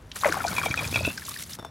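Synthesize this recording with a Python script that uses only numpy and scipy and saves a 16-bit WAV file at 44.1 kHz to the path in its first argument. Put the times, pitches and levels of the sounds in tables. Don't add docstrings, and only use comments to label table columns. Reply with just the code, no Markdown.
import sys
import numpy as np
from scipy import signal
from scipy.fft import rfft, irfft, next_fast_len
from scipy.io import wavfile
from scipy.ndimage import map_coordinates

SR = 44100
rng = np.random.default_rng(int(sys.argv[2]) if len(sys.argv) > 2 else 0)


def pcm_store(signal):
    levels = np.round(np.clip(np.atleast_2d(signal), -1, 1) * 32767)
    wavfile.write(sys.argv[1], SR, levels.astype(np.int16).T)


N = 74970
T = np.arange(SR // 5) / SR


def amp(db):
    return 10 ** (np.asarray(db) / 20)


def unit(x):
    return x / np.sqrt(np.mean(x ** 2) + 1e-20)


def along(points, hz):
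    f, v = np.transpose(points)
    return np.interp(np.log(hz + 1), np.log(f + 1), v)


def level(rows):
    return amp(np.interp(np.arange(N) / SR, *np.transpose(rows)))


def wobble(per_s, size):
    return map_coordinates(rng.standard_normal(size), [np.arange(size) * per_s / SR], mode="wrap")


def filtered(x, response):
    n = x.shape[-1]
    padded = next_fast_len(n + 4096)
    return irfft(rfft(x, padded) * response(np.fft.rfftfreq(padded, 1 / SR)), padded)[..., :n]


def coloured(x, spectrum):
    return unit(filtered(x, lambda hz: amp(along(spectrum, hz))))


def noise(spectrum, size):
    return coloured(rng.standard_normal(size), spectrum)


def noise_band(hz, octaves):
    white = rng.standard_normal(len(T))
    return unit(filtered(white, lambda f: 1 / (1 + (np.log2((f + 1) / hz) / octaves) ** 2) ** 2))


def add(track, s, sound):
    i = max(0, round(s * SR))
    track[i:i + len(sound)] += sound[:max(0, N - i)]


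def swell(seconds):
    u = T / seconds
    return (u * np.exp(1 - u)) ** 2


def decay(t60):
    return amp(-60 * T / t60)


def tone(hz):
    return np.sin(2 * np.pi * (np.cumsum(hz) / SR + rng.random()))


# (frequency [Hz], correlation [0-1])
MIC_LIKENESS = [(1000, 0.98), (7000, 0.97), (8200, 0.77)]

def spread(pair):
    turn = lambda hz: np.arccos(np.clip(along(MIC_LIKENESS, hz), -1, 1)) / 2
    mid, side = filtered(pair, lambda hz: np.array([np.cos(turn(hz)), np.sin(turn(hz))]))
    return np.array([mid + side, mid - side])


# (frequency [Hz], level [dB])
AIR_SPECTRUM = [(25, -57), (55, -22), (100, -8), (1200, -15), (15000, -41)]

def outdoors(air_db=-56, wind_hz=54.3, wind_db=-46.5, fade_db_per_s=22):
    wind_band = lambda hz: 1 / (1 + (2 * np.log2((hz + 1) / wind_hz)) ** 4)
    puff = unit(filtered(rng.standard_normal(N), wind_band))
    air = spread(noise(AIR_SPECTRUM, (2, N)))
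    return amp(air_db) * air + amp(wind_db - fade_db_per_s * np.arange(N) / SR) * puff


# (time [s], level [dB])
DRUM_LEVEL = [(0, -52), (.22, -47.5), (.26, -42.5), (.6, -40.5), (1.05, -36), (1.25, -49), (1.6, -46.5),
              (1.7, -50)]
# (frequency [Hz], level [dB])
DRUM_SPECTRUM = [(25, -24), (50, -10.5), (75, 1.5), (170, -3.5), (350, -15), (2000, -58)]

def drumming():
    return level(DRUM_LEVEL) * noise(DRUM_SPECTRUM, N)


def bubble(hz, swell_s, fall, tail=0):
    t = T[T < 16 * swell_s]
    envelope = (1 - tail) * swell(swell_s) + tail * swell(3 * swell_s)
    pitch = hz * np.exp(-fall * (np.minimum(t / swell_s, 6) - 1))
    return envelope[:len(t)] * tone(pitch)


def bubbles(per_s, centre_hz, octaves, swell_cycles, spread_db, fall):
    out = np.zeros(N)
    for when, pitch, size in rng.random((int(per_s * N / SR), 3)):
        hz = centre_hz * 2 ** (octaves * (2 * pitch - 1))
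        add(out, when * N / SR, amp(spread_db * size) * bubble(hz, swell_cycles / hz, fall))
    return unit(out)


# (time [s], level [dB])
SPATTER_LEVEL = [(.11, -65), (.168, -37.5), (.26, -36), (.42, -41), (.59, -35), (.765, -40), (.99, -35),
                 (1.235, -45.5), (1.27, -35.5), (1.33, -42.5), (1.42, -37), (1.455, -47.5), (1.55, -41),
                 (1.58, -60.5), (1.7, -66)]
# (frequency [Hz], level [dB])
SPRAY_SPECTRUM = [(600, -16), (1800, -4), (3000, -3.5), (5300, -5.5), (7500, -5.5), (11000, -1),
                  (16000, -4.5)]

def spatter(drops_per_s=2200, drop_spread_db=4.5):
    hits = rng.random((2, N)) < drops_per_s / SR
    sizes = amp(drop_spread_db * np.minimum(rng.standard_normal((2, N)), 2))
    signs = rng.choice([-1, 1], (2, N))
    clicks = amp(-1.5) * coloured(hits * sizes * signs, SPRAY_SPECTRUM)
    hiss = amp(-4) * noise(SPRAY_SPECTRUM, (2, N))
    clumps = amp(4.4 * np.tanh(wobble(260, N)) + 1.84 * wobble(45.26, N))
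    pings = bubbles(per_s=420, centre_hz=5200, octaves=0.59, swell_cycles=3, spread_db=18.5, fall=0)
    return level(SPATTER_LEVEL) * (unit(spread(clicks + hiss) * clumps) + amp(-7.5) * pings)


# (time [s], relative level [dB], centre pitch [Hz])
BIG_DROPS = [(.116, -21, 3540), (0.158, -21.5, 7600), (0.3238, -19, 5140), (0.467, -19, 5060),
             (0.481, -14.5, 5200), (0.7407, -22, 4700), (0.875, -20.5, 5430), (1.1758, -21.5, 4500),
             (1.2514, -23, 5900), (1.29, -19, 10900), (1.3398, -20.5, 3060), (1.4355, -24, 5400),
             (1.533, -22, 4570)]

def splats(gain_db=-10):
    out = np.zeros(N)
    envelope = swell(0.00069) + 0.5 * swell(0.0028)
    for s, db, hz in BIG_DROPS:
        add(out, s, amp(db + gain_db) * noise_band(hz, octaves=0.73) * envelope)
    return out


# (time [s], level [dB])
CHURN_LEVEL = [(.14, -69), (.168, -33.5), (.19, -59), (.228, -42.5), (.26, -21), (.308, -35), (.39, -31.5),
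               (.425, -38.5), (.6, -34.5), (.765, -44), (.81, -30.5), (.9, -44.5), (.97, -34.5),
               (1.09, -46), (1.14, -50), (1.48, -62)]
# (frequency [Hz], level [dB])
WASH_SPECTRUM = [(35, -57), (220, -1), (1400, 1), (2200, -2), (6000, -31)]

def churn():
    gurgle = bubbles(per_s=380, centre_hz=1071, octaves=1.172, swell_cycles=2.7, spread_db=39, fall=0.11)
    water = spread(noise(WASH_SPECTRUM, (2, N)))
    wash = unit(water * amp(4.7 * wobble(130, N)))
    return level(CHURN_LEVEL) * (amp(-8.5) * gurgle + amp(-3.5) * wash)


GULP_FALL = 0.0342
# (time [s], pitch [Hz], level [dB], swell [ms])
NECK_BUBBLES = [(0.2344, 1170, -17.5, 1.73), (0.2453, 2086, -12, 1.6), (.245, 914, -15, 1.46),
                (0.2548, 595.6, -12.5, 5.3), (.283, 590, -34, 1.8), (.295, 336, -24, 3.5),
                (0.3237, 1485, -15.5, 1.46), (.343, 1170, -18, 0.97), (.355, 1185, -27.5, 3),
                (.367, 800, -23, 3.6), (.403, 1400, -22.5, 3.8), (.44, 890, -27, 1.9),
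                (.447, 734, -19, 4.07), (.473, 1500, -28.5, 8.6), (.582, 1060, -22.5, 1.5),
                (.614, 1490, -21, 1.8), (0.631, 1166, -25, 4.4), (.66, 790, -17.5, 2.2),
                (.663, 526, -22, 2.5), (.741, 1462, -18, 1.2), (.927, 347, -19.5, 0.88),
                (1.007, 593, -29, 2.8), (1.073, 646, -26.5, 3.1), (1.075, 287, -21.5, 2.1),
                (1.176, 1610, -30, 3.5), (1.218, 1743, -35.5, 3.4), (1.283, 1180, -35.5, 1.9),
                (1.313, 1240, -38, 2.8), (1.362, 1815, -32.5, 2.1)]

def glugs():
    out = np.zeros(N)
    for s, hz, db, ms in NECK_BUBBLES:
        froth = 0.38 * swell(ms / 1000) * noise_band(hz, octaves=0.66)
        add(out, s, amp(db) * bubble(hz, ms / 1000, GULP_FALL, tail=0.11))
        add(out, s, amp(db) * froth)
    return out


def glass_ring(modes, scatter_db=2, waver=0.011):
    out = np.zeros(len(T))
    for hz, db, t60 in modes:
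        gain = amp(db + rng.normal(0, scatter_db))
        out += gain * decay(t60) * tone(hz * (1 + waver * wobble(180, len(T))))
    return out


# (time [s], level [dB], main ring pitch [Hz])
WALL_SLAPS = [(0.258, -27, 2440), (.442, -28.5, 2400), (0.5125, -29, 2280), (0.5645, -21, 2430),
              (0.5815, -16, 2360), (0.6312, -23, 2373), (0.658, -19.5, 2315), (0.7097, -20, 2365),
              (0.774, -20, 2460), (0.7895, -19.5, 2390), (0.843, -26.5, 2460), (0.9241, -29.5, 2450),
              (0.9407, -19, 2610), (0.958, -14.5, 2440), (0.99, -23.5, 2546), (1.031, -30, 2550),
              (1.0488, -16, 2624), (1.068, -23, 2595), (1.084, -27.5, 2660), (1.1, -28.5, 2660)]
# (pitch [Hz], level [dB], 60 dB decay [s])
JAR_MODES = [(1421, -18.5, 0.062), (3398, -9, 0.044), (3794, -19.5, 0.11)]
# (frequency [Hz], level [dB])
CRACK_SPECTRUM = [(40, -4), (400, 3), (3200, -6), (6000, -5), (15000, -58)]

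def slaps(nominal_hz=2484, waver=0.0081, split=0.0436, attack_s=0.0012):
    out = np.zeros(N)
    attack = 1 - np.exp(-T / attack_s)
    for s, db, hz in WALL_SLAPS:
        pitch = hz * (1 + waver * wobble(235, len(T)))
        side_tones = tone(pitch * (1 + split)) + tone(pitch * (1 - split))
        main = decay(t60=0.059) * (tone(pitch) + amp(-7) * side_tones)
        shift = np.sqrt(hz / nominal_hz)
        others = glass_ring([(f * shift, gain, t60) for f, gain, t60 in JAR_MODES])
        crack = amp(-4) * decay(t60=0.019) * noise(CRACK_SPECTRUM, len(T))
        add(out, s, amp(db) * attack * (main + others + crack))
    return out


# (time [s], pitch [Hz], level [dB], swell [ms])
LURCHES = [(0.51, 182, -28, 5.6), (0.704, 157, -22, 2.9), (0.86, 112, -24, 4.7), (0.951, 113, -27, 15),
           (1.021, 97, -26.5, 13.5)]

def thumps():
    out = np.zeros(N)
    for s, hz, db, ms in LURCHES:
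        add(out, s, amp(db) * bubble(hz, ms / 1000, GULP_FALL))
    return out


# (time [s], level [dB])
HAND_KNOCKS = [(1.588, -31), (1.595, -30), (1.626, -35), (1.6485, -27), (1.665, -37.5)]
# (frequency [Hz], level [dB])
THUD_SPECTRUM = [(100, -9), (450, -2), (1200, -5.5), (2500, -27.5), (15000, -28)]
# (pitch [Hz], level [dB], 60 dB decay [s])
EMPTY_JAR_MODES = [(3570, -16.5, 0.12), (5450, -22.5, 0.14)]

def knocks():
    out = np.zeros(N)
    for s, db in HAND_KNOCKS:
        thud = amp(-0.5) * decay(t60=0.024) * noise(THUD_SPECTRUM, len(T))
        add(out, s, amp(db) * (thud + glass_ring(EMPTY_JAR_MODES)))
    return out


def echo(near, gain_db=-12.5, build_s=0.0066):
    tails = rng.standard_normal((2, len(T))) * decay(t60=0.09) * (1 - np.exp(-T / build_s))
    tails /= np.linalg.norm(tails[0])
    return amp(gain_db) * spread(signal.fftconvolve(near[None], tails, axes=1)[:, :N])


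def scene():
    near = splats() + glugs() + slaps() + thumps() + knocks()
    return outdoors() + drumming() + spatter() + churn() + near + echo(near)


# (frequency [Hz], level [dB])
MIC_BALANCE = [(220, 0), (640, 3.3), (1000, 6.3), (1500, 6.5), (2300, 0)]
# (frequency [Hz], phase [rad])
MIC_PHASE = [(250, 0), (850, -.5), (1400, 0), (7200, 0), (11000, 1.55), (15500, 3)]

def record(dry, low_cut_hz=41, top_hz=15950):
    def response(hz):
        left = amp(along(MIC_BALANCE, hz) / 2) * np.exp(0.5j * along(MIC_PHASE, hz))
        passband = (hz < top_hz) / (1 + (low_cut_hz / (hz + 1)) ** 4)
        return np.array([left, 1 / left]) * passband
    return filtered(dry, response)


dry = scene()
out = record(dry)
pcm_store(out)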